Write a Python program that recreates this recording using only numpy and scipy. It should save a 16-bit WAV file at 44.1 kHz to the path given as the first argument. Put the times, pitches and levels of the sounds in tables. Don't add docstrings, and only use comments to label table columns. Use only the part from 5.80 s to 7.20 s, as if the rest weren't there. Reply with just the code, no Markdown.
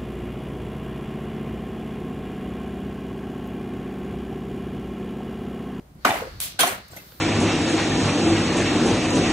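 import sys
import numpy as np
from scipy import signal
from scipy.io import wavfile

SR = 44100
rng = np.random.default_rng(int(sys.argv[2]) if len(sys.argv) > 2 else 0)


def to_wav(sig):
    pcm = np.clip(np.atleast_2d(sig), -1, 1) * 32767
    pcm = np.round(pcm).astype(np.int16)
    wavfile.write(sys.argv[1], SR, pcm.T)


def elevation(decibels):
    levels = np.asarray(decibels, float)
    return 10 ** (levels / 20)


N = 61740
T = np.arange(N) / SR
LEFT_LAG_S = .00014


def at_hz(points, hz, column=1):
    points = np.array(points)
    return np.interp(np.log(hz), np.log(points[:, 0]), points[:, column])


def rms_one(x):
    return x / np.sqrt(np.mean(x ** 2) + 1e-20)


def band_pass(x, low_hz, high_hz, order=2):
    return signal.sosfilt(signal.butter(order, [low_hz, high_hz], "band", fs=SR, output="sos"), x)


def high_pass(x, low_hz):
    return signal.sosfilt(signal.butter(2, low_hz, "high", fs=SR, output="sos"), x)


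def drift(rate):
    r = np.exp(-80 * np.pi * rate / SR)
    slow = signal.lfilter([1], [1, -2 * r, r * r], rng.standard_normal(N // 40 + 2002))[2000:]
    return np.interp(np.arange(N) / 40, np.arange(len(slow)), rms_one(slow))


def ring(x, hz, t60):
    r, w = elevation(-60 / (t60 * SR)), 2 * np.pi * hz / SR
    return signal.lfilter([0, np.sin(w)], [1, -2 * r * np.cos(w), r * r], x + 1e-18)


def click(s):
    return (np.arange(N) == int(s * SR)) * 1.


def bands(white):
    # frequency in Hz, correlation from -1 to 1.
    likeness = [(60, 0.99), (250, 0.93), (700, 0.39), (1400, -0.2), (3000, 0.064), (12000, -0.23)]
    edges = np.minimum(24 * 2 ** np.arange(0, 10, .5), 17000)
    for k, (low, high) in enumerate(zip(edges, edges[1:])):
        mid, side = band_pass(white[k % 2], low, high)[:, -N:]
        hz = np.sqrt(low * high)
        alike = np.clip(at_hz(likeness, hz), -1, 1)
        stereo = np.sqrt(1 + alike) * mid + np.sqrt(1 - alike) * side * [[1], [-1]]
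        yield hz, (high - low) ** .5, stereo


def knocks():
    # start in seconds, peak in dB, pitch in Hz, t60 in seconds.
    strokes = [(0.2485, -8.5, 1445, 0.014), (0.2528, -6, 1000, 0.0077), (0.2528, -6, 680, 0.0098),
               (.271, -19.5, 850, 0.028), (.2705, -14, 1155, 0.019), (.324, -17.5, 720, 0.023),
               (.337, -19, 633, 0.037), (.436, -25.5, 455, 0.03), (0.453, -28, 454, 0.055),
               (.791, -18, 775, 0.044), (0.7915, -13, 1513, 0.027), (0.841, -23, 830, 0.025),
               (0.797, -13.5, 1492, 0.018), (0.838, -18, 1120, 0.038), (.842, -13, 696, 0.039),
               (.882, -25, 750, 0.021), (.945, -32, 726, 0.026), (1.135, -40, 1510, 0.067),
               (1.169, -29.5, 2063, 0.024), (1.321, -43.5, 500, 0.053)]
    rise_s, level_db, longest_s = 0.0024, -4.5, .045
    pair, pair_db, overtone, overtone_db = 0.916, -19, 3.2, -10.5
    out = 0
    for s, db, hz, t60 in strokes:
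        hit, t60 = click(s), np.clip(t60, .006, longest_s)
        modes = (ring(hit, hz, t60) + elevation(pair_db) * ring(hit, hz * pair, t60)
                 + elevation(overtone_db) * ring(hit, hz * overtone, 0.49 * t60))
        swell = modes * (1 - np.exp(-np.maximum(T - s, 0) / rise_s))
        out = out + elevation(db + level_db) * swell / np.abs(swell).max()
    return out


def thuds():
    # start in seconds, level in dB, pitch in Hz.
    booms = [
        (0.089, -50, 149),
        (.15, -33.5, 151),
        (.256, -14, 264.7),
        (.833, -28.5, 261),
        (0.874, -21.5, 385),
        (1.264, -38, 122.4),
        (1.316, -39, 113),
    ]
    return sum(elevation(db) * ring(ring(click(s), hz, .05), hz, 0.026) / 90 for s, db, hz in booms)


def choked():
    # start in seconds, peak in dB, pitch in Hz, length in seconds.
    notes_cut_short = [(0.2487, -8.5, 1228, 0.0086), (0.2615, -15, 752, 0.0079), (.2706, -20, 2370, 0.0056),
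                       (.2866, -16, 745, .009), (0.3035, -15, 787, 0.0069), (.3046, -21.5, 1910, 0.0076),
                       (0.3153, -17, 795, 0.0057), (.3531, -21.5, 730, 0.0074), (0.3584, -23, 910, 0.0042),
                       (0.3996, -31.5, 755, 0.0085), (0.4191, -23.5, 500, .011),
                       (0.4693, -33.5, 515, 0.014), (0.8335, -15, 679, 0.01), (0.8332, -14.5, 1110, 0.0079),
                       (0.8724, -22.5, 762, 0.013), (1.1334, -39, 610, 0.0036), (1.1321, -43, 980, 0.0027),
                       (1.1641, -37.5, 661, 0.0055), (1.1757, -39.5, 621, .008)]
    pair, pair_db = 1.23, -9
    out, age = 0, T - np.array([[LEFT_LAG_S], [0]])
    for s, db, hz, length in notes_cut_short:
        progress = np.clip((age - s) / max(length, .003), 0, 1)
        swell = np.sin(np.pi * progress ** .75) ** .5
        turn = 2 * np.pi * hz * (age - s)
        out = out + elevation(db) * swell * (np.sin(turn) + elevation(pair_db) * np.sin(pair * turn))
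    return out


def cracks():
    # start in seconds, peak in dB, length in seconds, lowest Hz, highest Hz.
    snaps = [(.2500, -2, .003, 2800, 7000), (.2505, -9, .002, 7000, 16000),
             (.6023, -4.5, .0014, 2500, 16000), (.6025, -13, .002, 500, 2800),
             (.148, -50, .002, 11000, 16000), (.152, -50, .002, 8000, 16000),
             (.3045, -14, .003, 1400, 4000), (.7935, -10, .003, 800, 5000), (.805, -10, .006, 2800, 9000),
             (.827, -14, .005, 2500, 5000), (1.081, -35, .005, 5000, 16000),
             (1.1315, -25, .0025, 350, 1200), (1.1635, -27, .003, 4000, 14000),
             (1.169, -24, .004, 500, 3600), (1.3195, -27, .004, 900, 3600)]
    pan_db, shared = -4, .75
    noise, out = rng.standard_normal((2, N)), 0
    for s, db, length, low_hz, high_hz in snaps:
        age = np.maximum(T - s, 0) / max(length, .0003)
        burst = elevation(db) * age * np.exp(-2 * age) * (noise + shared * noise[::-1])
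        out = out + band_pass(burst + 1e-18, low_hz, high_hz)
    return out * elevation(pan_db * np.array([[.5], [-.5]]))


def rake():
    # start in seconds, level in dB.
    clanks = [
        (0.791, -25),
        (0.805, -20.5),
        (0.828, -30),
        (0.868, -31),
        (0.9, -41),
        (1.170, -47),
    ]
    # pitch in Hz, level in dB, t60 in seconds.
    iron = [(1545, -7, .07), (2333, -8, .08), (2695, -7, .09), (3214, -6, .09), (3460, -7, .07),
            (3850, -6, .04), (4420, -7, .05), (6085, -4, .06), (7250, -6, .04), (8210, -5, .06),
            (9781, -5, .06), (11220, -3, .06), (11640, -5, .07), (12560, -5, .05)]
    chatter_s, spread_db, side_share = .009, 4, 0.87
    out, luck = np.zeros((2, N)), rng.normal(0, 1, (len(clanks), len(iron)))
    for k, (hz, level_db, t60) in enumerate(iron):
        mid, side = rng.standard_normal((2, N)) / np.sqrt(chatter_s * SR / 2)
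        hits = 0
        for (s, db), strike_luck in zip(clanks, luck):
            chatter = (T > s) * np.exp(-np.abs(T - s) / chatter_s)
            hits = hits + chatter * elevation(db + level_db + spread_db * strike_luck[k])
        out += ring(hits * (mid + side_share * side * [[1], [-1]]), hz, t60)
    return out


def tines():
    # start in seconds, level in dB, pitch in Hz, t60 in seconds.
    pings = [(.251, -28, 3930, 0.018), (.304, -27, 3556, 0.068), (.305, -30, 2310, 0.086),
             (0.791, -28, 11150, .06), (.791, -23, 4180, 0.052), (.798, -20, 15250, 0.044),
             (.803, -18, 9785, 0.088), (.805, -23, 6800, .04), (.804, -21, 13700, .04),
             (.804, -21, 12600, .05), (.812, -33, 11640, .06), (.822, -25, 15280, .05),
             (.826, -40, 8100, .05), (.828, -27, 10540, .05), (.826, -24.5, 3630, 0.049),
             (.845, -38, 8700, .05), (.856, -32, 15200, .04), (.866, -29, 6080, 0.079),
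             (.866, -35.5, 10630, 0.087), (.868, -34, 12620, 0.08), (.870, -33, 13930, .06),
             (.872, -29, 4300, 0.065), (.876, -32, 6900, .06), (.888, -32, 8300, 0.11),
             (.890, -36, 10550, .08), (.899, -43, 9750, 0.055), (.899, -46, 11800, 0.055),
             (.915, -37, 8400, 0.1), (.925, -40, 10680, 0.071), (1.114, -48, 7550, .08),
             (1.114, -50, 8360, 0.056), (1.116, -53, 4400, 0.034), (1.157, -44, 11540, .06),
             (1.1635, -44, 6030, 0.064), (1.1645, -35, 13100, 0.025), (1.164, -45, 8170, .03),
             (1.185, -44.5, 2675, 0.08), (1.195, -50, 2070, .08)]
    touch_s, side_share, level_db = .004, 0.76, -2
    out, span = np.zeros((2, N + SR)), SR // 5
    touch = rng.standard_normal((len(pings), 2, span)) * np.exp(-T[:span] / touch_s)
    for (s, db, hz, t60), pair in zip(pings, touch):
        tone = ring(pair, hz, np.clip(t60, .02, .15))
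        mid, side = tone / np.abs(tone).max(axis=1, keepdims=True)
        start = int(s * SR)
        out[:, start:start + span] += elevation(db + level_db) * (mid + side_share * side * [[1], [-1]])
    return out[:, :N]


def showers():
    # start in seconds, level in dB, hold in seconds, sag in dB/s, release in dB/s.
    bursts = [
        (0.247, -23, 0.15, 85, 149),
        (0.599, -26.5, 0.06, 35, 253),
        (0.789, -20, 0.15, 95, 211),
        (1.099, -47, 0.042, -9, 116),
    ]
    attacks, clumps = [0.0013, 0.0087, 0.0033, 0.016], [.7, .3, .45, .5]
    # frequency in Hz, level in dB per Hz.
    drag, vent = [(88, -49), (150, -18.5), (263, -7), (359, -8.5), (796, -6), (1320, -5), (2270, -4.5),
                  (2810, -11.5), (15500, -26.5)], [(180, -48), (300, -26), (620, -13), (769, -19), (4000, -6.5), (5390, -10.5),
                                (6150, -10), (11700, -3), (15500, -8)]
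    scrape, shuffle = [(88, -22), (150, -15.5), (681, -7), (912, -10), (1110, -1), (1220, -4),
                       (1510, -14.5), (1910, -5.5), (15500, -23)], [(180, -30), (300, -2), (641, -9), (1700, -11.5), (2100, -17.5),
                                       (7140, -15), (13100, -26), (15500, -4)]
    # frequency in Hz, share of the sag, share of the release.
    linger = [(296, 0.76, 1.76), (1000, 0.55, 1.43), (4500, 1.35, 0.66), (12500, 0.51, 2.72)]
    grit_per_s, spread_db, clump_db = 12000, 1.3, 2.5
    grains = elevation(spread_db * rng.exponential(1, N)) * (rng.random(N) < grit_per_s / SR)
    white = rng.standard_normal((2, 2, N)) * rms_one(grains + 0.29)
    together = drift(22)
    split = [(hz, w, band, clump_db * drift(34) + 0.99 * together) for hz, w, band in bands(white)]
    out = 0
    for burst, attack, clump, colour in zip(bursts, attacks, clumps, (drag, vent, scrape, shuffle)):
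        s, db, hold, sag, release = burst
        age = np.maximum(T - s, 0)
        sunk = sag * age
        released = release * np.logaddexp(0, (age - hold) / 0.024) * 0.014
        total = np.sqrt(sum((elevation(at_hz(colour, hz)) * w) ** 2 for hz, w, *_ in split) * 2 / SR)
        for hz, _, band, wander_db in split:
            fall_db = at_hz(linger, hz) * sunk + at_hz(linger, hz, column=2) * released
            level = elevation(db + clump * wander_db + at_hz(colour, hz) - fall_db) / total
            rise = 1 - np.exp(-age / (attack + 2.0 / hz))
            out = out + level * rise * band
    return out


def flame(split):
    # frequency in Hz, level in dB per Hz.
    colour = [(15, -43), (25, -49), (55, 1), (160, -5.5), (331, -12.5), (410, -19), (582, -17.5),
              (970, -24), (15500, -52)]
    # time in seconds, level in dB.
    flutter = [(0, 1), (.15, 1), (.25, 0.5), (.43, 10), (.54, 4.5), (.63, -1), (.72, 1.5), (.82, -1),
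               (.95, 4), (1.08, -4), (1.14, 1), (1.22, -1), (1.4, -1)]
    lump, rumble = drift(18), 0
    for hz, _, band in split:
        lump_db = (2.6 * lump + 2.0 * drift(10.7)) * (hz < 500)
        rumble = rumble + elevation(at_hz(colour, hz) + lump_db) * band
    return rms_one(rumble) * elevation(-48.5 + np.interp(T, *np.transpose(flutter)))


def sap_hiss(split):
    # frequency in Hz, level in dB per Hz.
    colour = [(410, -46), (700, 5), (776, -30), (1090, -31), (1270, 4), (1650, 6), (4080, -28), (8760, -16),
              (15500, -10)]
    # time in seconds, level in dB.
    sizzle = [(0, -72.5), (.13, -87), (.23, -61), (.45, -52), (.75, -60), (1.05, -56), (1.2, -59.5),
              (1.4, -60.5)]
    peak_hz, peak_width_hz, peak_db = 4400, 840, 2.5
    hiss = rms_one(sum(elevation(at_hz(colour, hz) + 0.93 * drift(12)) * b for hz, _, b in split if hz > 600))
    peak = rms_one(ring(rng.standard_normal((2, N)), peak_hz, 1.7 / peak_width_hz))
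    return (hiss + elevation(peak_db) * peak) * elevation(np.interp(T, *np.transpose(sizzle)))


def whistle():
    start_s, pitch_hz, width_hz = 1.16, 14400, 1100
    noise = rng.standard_normal((2, N))
    thin = rms_one(band_pass(noise, pitch_hz - width_hz / 2, pitch_hz + width_hz / 2))
    fizz = rms_one(high_pass(rng.standard_normal((2, N)), 9000))
    return (thin * elevation(-56.5) + fizz * elevation(-54)) * np.clip((T - start_s) / .03, 0, 1)


def fire():
    run_in = 8000
    split = list(bands(rng.standard_normal((2, 2, N + run_in))))
    return flame(split) + sap_hiss(split) + whistle()


def walls(x):
    t60_s, gap_s, level_db = .2, 0.0071, -11.5
    t = T[:SR // 2]
    scatter = rng.standard_normal((3, len(t))) * elevation(-60 * t / t60_s) * np.clip(t / gap_s - .5, 0, 1)
    scatter = band_pass(scatter[1:] + 2.44 * scatter[0], 400, 3700, order=1)
    scatter = scatter / np.sqrt(np.sum(scatter ** 2) / 2)
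    return elevation(level_db) * signal.fftconvolve(x, scatter, axes=1)[:, :N]


def scene():
    wood, short = thuds() + knocks(), choked()
    wood = np.array([np.interp(T - LEFT_LAG_S, T, wood), wood])
    blows = wood + cracks() + rake() + tines()
    near = short + walls(blows + .5 * short) + showers()
    return blows + high_pass(near, 90) + fire()


def roll_off(x):
    return signal.sosfilt(signal.butter(12, 16650, fs=SR, output="sos"), x)


def record(dry):
    rounded = 1.527 * np.tanh(dry / 1.475)
    hissing = rounded + elevation(-64.5) * rng.standard_normal(dry.shape)
    top_cut = signal.cheby2(22, 45, 15820, fs=SR, output="sos")
    return roll_off(signal.sosfilt(top_cut, hissing))


dry = scene()
out = record(dry)
to_wav(out)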